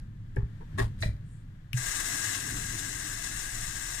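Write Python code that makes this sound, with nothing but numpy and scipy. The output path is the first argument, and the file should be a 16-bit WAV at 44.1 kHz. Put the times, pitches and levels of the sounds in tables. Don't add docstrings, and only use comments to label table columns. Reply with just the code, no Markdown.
import sys
import numpy as np
from scipy import signal
from scipy.fft import rfft, irfft
from scipy.io import wavfile

SR = 44100
rng = np.random.default_rng(int(sys.argv[2]) if len(sys.argv) > 2 else 0)


def persist_wave(psi):
    counts = np.round(np.clip(psi, -1, 1) * 32767).astype(np.int16)
    wavfile.write(sys.argv[1], SR, np.atleast_2d(counts).T)


N = 176400

# time_s, deep_rumble_db, upper_rumble_db, air_db
ROOM_SWELLS = [(0, 13.5, 0.5, 3.5), (.1, 1, 1.5, -1.5), (.68, 8.5, 2.5, 4), (.76, -1, 11.5, 6.5),
               (.97, 8, 6.5, 3.5), (1.25, 2, 3, 1), (1.7, 2, -4.5, 0), (1.8, 12.5, -1.5, 7),
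               (2.35, 1.5, -3, -19), (2.5, 11, 2.5, 7), (3.6, 7.5, -1.5, 1), (4, 8.5, -4, -31)]
# pitch_hz, density_db [dB per Hz]
RUMBLE_COLOUR = [(20, -68.5), (40, -69.5), (70, -75), (90, -67), (108, -61.5), (130, -66.5), (160, -71),
                 (200, -77), (300, -87.5), (400, -100)]
# pitch_hz, density_db [dB per Hz]
AIR_LEFT = [(300, -85.5), (400, -99), (600, -99.5), (800, -102), (1100, -100), (1400, -99), (1700, -93),
            (2000, -100), (2500, -107), (3500, -105), (5000, -114), (7500, -114), (10000, -122),
            (15000, -123)]
# pitch_hz, density_db [dB per Hz], likeness_to_left [0-1]
AIR_RIGHT = [(298, -95, 0.85), (400, -102.5, .7), (585, -106, 0), (2000, -105, 0.1), (3300, -112, 0),
             (7400, -119, 0), (15000, -124, 0)]
RUMBLE_FLICKER_DB, RUMBLE_SPLIT_HZ = 1.2, 60

# start_s, length_s, level_db [gain on the noise before its port gain]
SLEEVE = [(1.21, 0.26, -68)]
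SLEEVE_BAND_HZ, SLEEVE_LEFT_GAIN_DB = (6850, 9900), 12

# start_s, deep_mode_db, upper_mode_db
COUNTER_PUSHES = [(0.367, -24.5, -27.5), (0.383, -29, -18.5), (0.43, -19.5, -26), (0.787, -40, -43),
                  (.812, -21, -19), (0.85, -20.5, -40), (0.877, -32, -28.5), (1.017, -46, -23),
                  (1.059, -21, -21), (1.088, -22.5, -20), (1.138, -31, -26.5)]
# pitch_hz, t60_s
COUNTER_MODES = [(62, 0.11), (112, 0.16)]
# start_s, level_db
PIPE_HAMMER = [(1.7335, -35), (1.7408, -21.5), (1.7488, -28)]
# pitch_hz, t60_s
PIPE_MODES = [(124, 0.22)]
PUSH_HZ = 280

# start_s, contact_s, ring_db,
# scuff_low_db, scuff_middle_db, scuff_treble_db, decay_s [60 dB fall after contact], left_over_right_db
CUP_CONTACTS = [(.3603, 0.0024, -60, -56, -57, -55.5, 0.012, 3),
                (.361, .012, -38, -50.5, -63, -79, 0.27, 6)]
TAP_CONTACTS = [(.603, 0.022, -52.5, -59, -90, -82, .06, 6.7)]
TUB_CONTACTS = [(.775, 0.025, -30, -34, -39, -43.5, 0.18, 4.8)]
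CLINK_CONTACTS = [(.975, 0.041, -76, -77, -63, -65.5, 0.12, 2.3), (1.0, 0.04, -76, -79, -66, -51, 0.17, 4),
                  (1.0228, 0.0043, -33, -57, -68, -58, 0.18, 3.6)]
CLACK_CONTACTS = [(1.0285, 0.0065, -35, -49, -48, -54, 0.27, 4.6)]
VALVE_CONTACTS = [(1.7304, .003, -39, -75, -64, -42, .012, 10)]
# pitch_hz, level_db [relative], t60_s
CUP_MODES = [(401, -1.5, 0.21), (478, 11.5, 0.028), (878, 0, 0.072), (1716, 8, 0.02), (2200, -1.5, 0.02)]
TAP_MODES = [(472, 0, 0.054), (920, -9.5, 0.069)]
TUB_MODES = [(395, 7, 0.076), (665, -2, 0.059), (1108, 5.5, 0.033), (1686, 12, 0.024), (1875, 1, 0.074),
             (2750, -4, 0.031), (3550, -13, 0.07)]
CLINK_MODES = [(1930, 0, 0.022), (3970, -1, 0.016)]
CLACK_MODES = [(620, 3, 0.03), (2060, -1, 0.018), (2350, 2, 0.022), (3900, -5, 0.011)]
VALVE_CLICK_MODES = [(2680, 2, .011), (6000, -3, .002), (10800, 0, .0015)]
SCUFF_EDGES_HZ = 200, 1300, 4200, 10000
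KNOCK_LIKENESS = 0.47
CHATTER_DB, CHATTER_HZ = 4, 250
ATTACK_SHARE, RATTLE_DB = .4, -16

# time_s, level_db
OVERFLOW = [(1.8, -59), (1.95, -62), (2.14, -51), (2.26, -55), (2.4, -49), (2.52, -46), (2.62, -51),
            (2.85, -51), (3.37, -57), (4, -60)]
# pitch_hz, width_hz, level_db [relative]
BASIN_MODES = [(197, 83, -4.5), (240.4, 30.5, -2.5), (296, 59, 1.5), (370, 74, -4)]

# time_s, level_db, extra_middle_db
JET_FLOW = [(1.73, -38, 0), (1.742, -12, 0), (1.764, -8.5, 1), (1.773, 0.5, 0.5), (1.9, 3, 1.5),
            (2.15, 4, 0), (2.36, 2.5, 3.5), (2.45, -0.5, 0.5), (2.7, -1, 1.5), (4, -1, 1)]
# pitch_hz, density_db [dB per Hz]
JET_LEFT = [(350, -88.5), (450, -84), (560, -87), (700, -75), (790, -81), (1250, -74.5), (1380, -79.5),
            (1640, -64.5), (1800, -72.5), (2040, -69.5), (2350, -84), (2750, -74.5), (3100, -85),
            (3800, -77), (4650, -81), (5150, -84), (5400, -72.5), (6100, -73), (6480, -69), (6760, -79),
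            (7040, -65.5), (7230, -77.5), (7480, -67), (7850, -68), (8250, -81.5), (8750, -71), (9500, -75),
            (10300, -88.5), (11700, -84), (13000, -86), (15000, -86.5)]
# pitch_hz, density_db [dB per Hz], likeness_to_left [0-1]
JET_AT_RIGHT = [(350, -84, .9), (560, -92, .8), (700, -83, .9), (1350, -92, .6), (1630, -77, .85),
                (2000, -80, .8), (2800, -89, .55), (3500, -85, .6), (5000, -84, .6), (7000, -85, .55),
                (9200, -82, .5), (11500, -88, .35), (15000, -98, .4)]
MIDDLE_HZ = 2500, 5000
DROPS_PER_S, DROP_SPREAD_DB = 15000, 0.5
JET_FLICKER_DB, JET_SHARED_DB = 0.54, 0.93

WALLS_DB, WALLS_T60_S, WALLS_LOW_HZ = -7.5, 0.13, 930
RIGHT_LAG_S, BASS_LAG_S, BASS_TOP_HZ = .00059, .00039, 300
CUTOFF_HZ = 15350


def amp(db):
    return 10 ** (np.asarray(db) / 20)


def in_time(rows):
    s, *columns = np.transpose(rows)
    return [np.interp(np.arange(N) / SR, s, c) for c in columns]


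def level_at(table):
    at, *columns = np.transpose(table)
    log_hz = np.log(np.maximum(np.arange(N // 2 + 1) * SR / N, 1))
    return [np.interp(log_hz, np.log(at), c) for c in columns]


def band(x, lo_hz, hi_hz):
    return signal.sosfilt(signal.butter(2, [lo_hz, hi_hz], "band", fs=SR, output="sos"), x)


def drift(rate_hz):
    r = np.exp(-80 * np.pi * rate_hz / SR)
    slow = signal.lfilter([1], [1, -2 * r, r * r], rng.standard_normal(N // 40 + 1002))
    slow = slow[1000:]
    return np.interp(np.arange(N) / 40, np.arange(len(slow)), slow / slow.std())


def ring(x, hz, t60):
    r, w = amp(-60 / (t60 * SR)), 2 * np.pi * hz / SR
    return signal.lfilter([0, np.sin(w)], [1, -2 * r * np.cos(w), r * r], x + 1e-18)


def coloured(sources, left, right):
    (left_db,), (right_db, alike) = level_at(left), level_at(right)
    alike = np.clip(alike, 0, 1)
    first, second = rfft(sources)
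    blend = alike * first + np.sqrt(1 - alike ** 2) * second
    return np.array([first, blend]) * amp([left_db, right_db]) * np.sqrt(SR / 2)


def part(spectrum, lo_hz, hi_hz):
    octave = np.log2(np.maximum(np.arange(N // 2 + 1) * SR / N, 1))
    edge = lambda at: np.clip(.5 + 4 * (octave - np.log2(at)), 0, 1)
    return irfft(spectrum * (edge(lo_hz) - edge(hi_hz)), N)


def room():
    deep_db, upper_db, air_db = in_time(ROOM_SWELLS)
    rumble = rfft(rng.standard_normal(N)) * amp(level_at(RUMBLE_COLOUR)[0]) * np.sqrt(SR / 2)
    deep = part(rumble, 12, RUMBLE_SPLIT_HZ) * amp(deep_db + RUMBLE_FLICKER_DB * drift(1.6))
    upper = part(rumble, RUMBLE_SPLIT_HZ, 630) * amp(upper_db + RUMBLE_FLICKER_DB * drift(4.4))
    air = coloured(rng.standard_normal((2, N)), AIR_LEFT, AIR_RIGHT)
    return deep + upper + part(air, 305, 20000) * amp(air_db)


def sleeve():
    t = np.arange(N) / SR
    shape = 0
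    for s, length, db in SLEEVE:
        shape = shape + amp(db) * np.sin(np.pi * np.clip((t - s) / length, 0, 1)) ** 2
    swish = band(band(rng.standard_normal((2, N)), *SLEEVE_BAND_HZ), *SLEEVE_BAND_HZ)
    return shape * amp(CHATTER_DB / 2 * drift(17)) * swish * amp([[SLEEVE_LEFT_GAIN_DB], [0]])


def thuds(pushes, modes):
    s, *levels = np.transpose(pushes)
    out, r = 0, np.exp(-2 * np.pi * PUSH_HZ / SR)
    for db, (hz, t60) in zip(levels, modes):
        clicks = np.zeros(N)
        clicks[(s * SR).astype(int)] = amp(db)
        push = signal.lfilter([(1 - r) ** 2], [1, -2 * r, r * r], clicks + 1e-18)
        out = out + ring(push, hz, t60)
    return out


def knocks(contacts, modes):
    out = np.zeros((2, N))
    t = np.arange(SR // 2) / SR
    for s, length, ring_db, *scuff_db, decay, pan_db in contacts:
        shared, *own = rng.standard_normal((3, len(t)))
        noise = np.sqrt(KNOCK_LIKENESS) * shared + np.sqrt(1 - KNOCK_LIKENESS) * np.array(own)
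        noise = noise * amp(CHATTER_DB * drift(CHATTER_HZ)[:len(t)])
        rise = np.minimum(t / (ATTACK_SHARE * length), 1)
        noise = noise * rise * amp(-60 * np.maximum(t - length, 0) / decay)
        force = noise * np.where(t < length, 1, amp(RATTLE_DB))
        rings = sum(amp(db) * band(ring(force, hz, t60), hz / 2, 2 * hz) for hz, db, t60 in modes)
        rings = amp(ring_db) * rings / rings[:, :int((length + .01) * SR)].std()
        scuff = 0
        for db, lo, hi in zip(scuff_db, SCUFF_EDGES_HZ, SCUFF_EDGES_HZ[1:]):
            rub = band(band(noise, lo, hi), lo / 2, min(2 * hi, 18000))
            scuff = scuff + amp(db) * rub * np.sqrt(SR / 2 / (hi - lo))
        i = int(s * SR)
        out[:, i:i + len(t)] += (rings + scuff) * amp([[pan_db / 2], [-pan_db / 2]])
    return out


def basin():
    noise = rng.standard_normal(N) * amp(1.5 * drift(20))
    hum = sum(amp(db) * band(noise, hz - width / 2, hz + width / 2) for hz, width, db in BASIN_MODES)
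    level_db, = in_time([(OVERFLOW[0][0] - .05, -90)] + list(OVERFLOW))
    hum = band(hum, 155, 347)
    return hum / hum.std() * amp(level_db)


def jet():
    level_db, middle_db = in_time(JET_FLOW)
    hits = rng.random((2, N)) < DROPS_PER_S / SR
    sizes = rng.standard_normal((2, N)) * amp(DROP_SPREAD_DB * rng.exponential(1, (2, N)))
    drops = hits * sizes
    spectrum = coloured(drops / drops.std(), JET_LEFT, JET_AT_RIGHT)
    shared_db, out = JET_SHARED_DB * drift(31), 0
    edges_hz = 300 * 2 ** np.arange(0, 6.1, .5)
    for lo, hi in zip(edges_hz, edges_hz[1:]):
        extra_db = middle_db * (MIDDLE_HZ[0] < np.sqrt(lo * hi) < MIDDLE_HZ[1])
        out = out + part(spectrum, lo, hi) * amp(extra_db + JET_FLICKER_DB * drift(24))
    is_open = np.arange(N) > JET_FLOW[0][0] * SR
    return out * amp(level_db + shared_db) * is_open


def walls(x):
    t = np.arange(SR // 4) / SR
    echoes = band(rng.standard_normal((2, len(t))), WALLS_LOW_HZ, 22000)
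    echoes = echoes * amp(-60 * t / WALLS_T60_S) * (t > .002)
    echoes = amp(WALLS_DB) * echoes / np.sqrt(np.sum(echoes ** 2, axis=1, keepdims=True))
    return x + signal.fftconvolve(x, echoes, axes=1)[:, :N]


def scene():
    background = room() + sleeve()
    heavy = thuds(COUNTER_PUSHES, COUNTER_MODES) + thuds(PIPE_HAMMER, PIPE_MODES)
    hits = knocks(CUP_CONTACTS, CUP_MODES) + knocks(TAP_CONTACTS, TAP_MODES)
    hits = hits + knocks(TUB_CONTACTS, TUB_MODES) + knocks(CLINK_CONTACTS, CLINK_MODES)
    hits = hits + knocks(CLACK_CONTACTS, CLACK_MODES) + knocks(VALVE_CONTACTS, VALVE_CLICK_MODES)
    return background + heavy + basin() + walls(jet() + hits)


def record(dry):
    left, right = dry
    treble = part(rfft(right), BASS_TOP_HZ, SR)
    bass = right - treble
    late = np.roll(treble, round(RIGHT_LAG_S * SR)) + np.roll(bass, round(BASS_LAG_S * SR))
    top_cut = signal.cheby2(28, 60, CUTOFF_HZ, fs=SR, output="sos")
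    return signal.sosfilt(top_cut, np.array([left, late]))


dry = scene()
out = record(dry)
persist_wave(out)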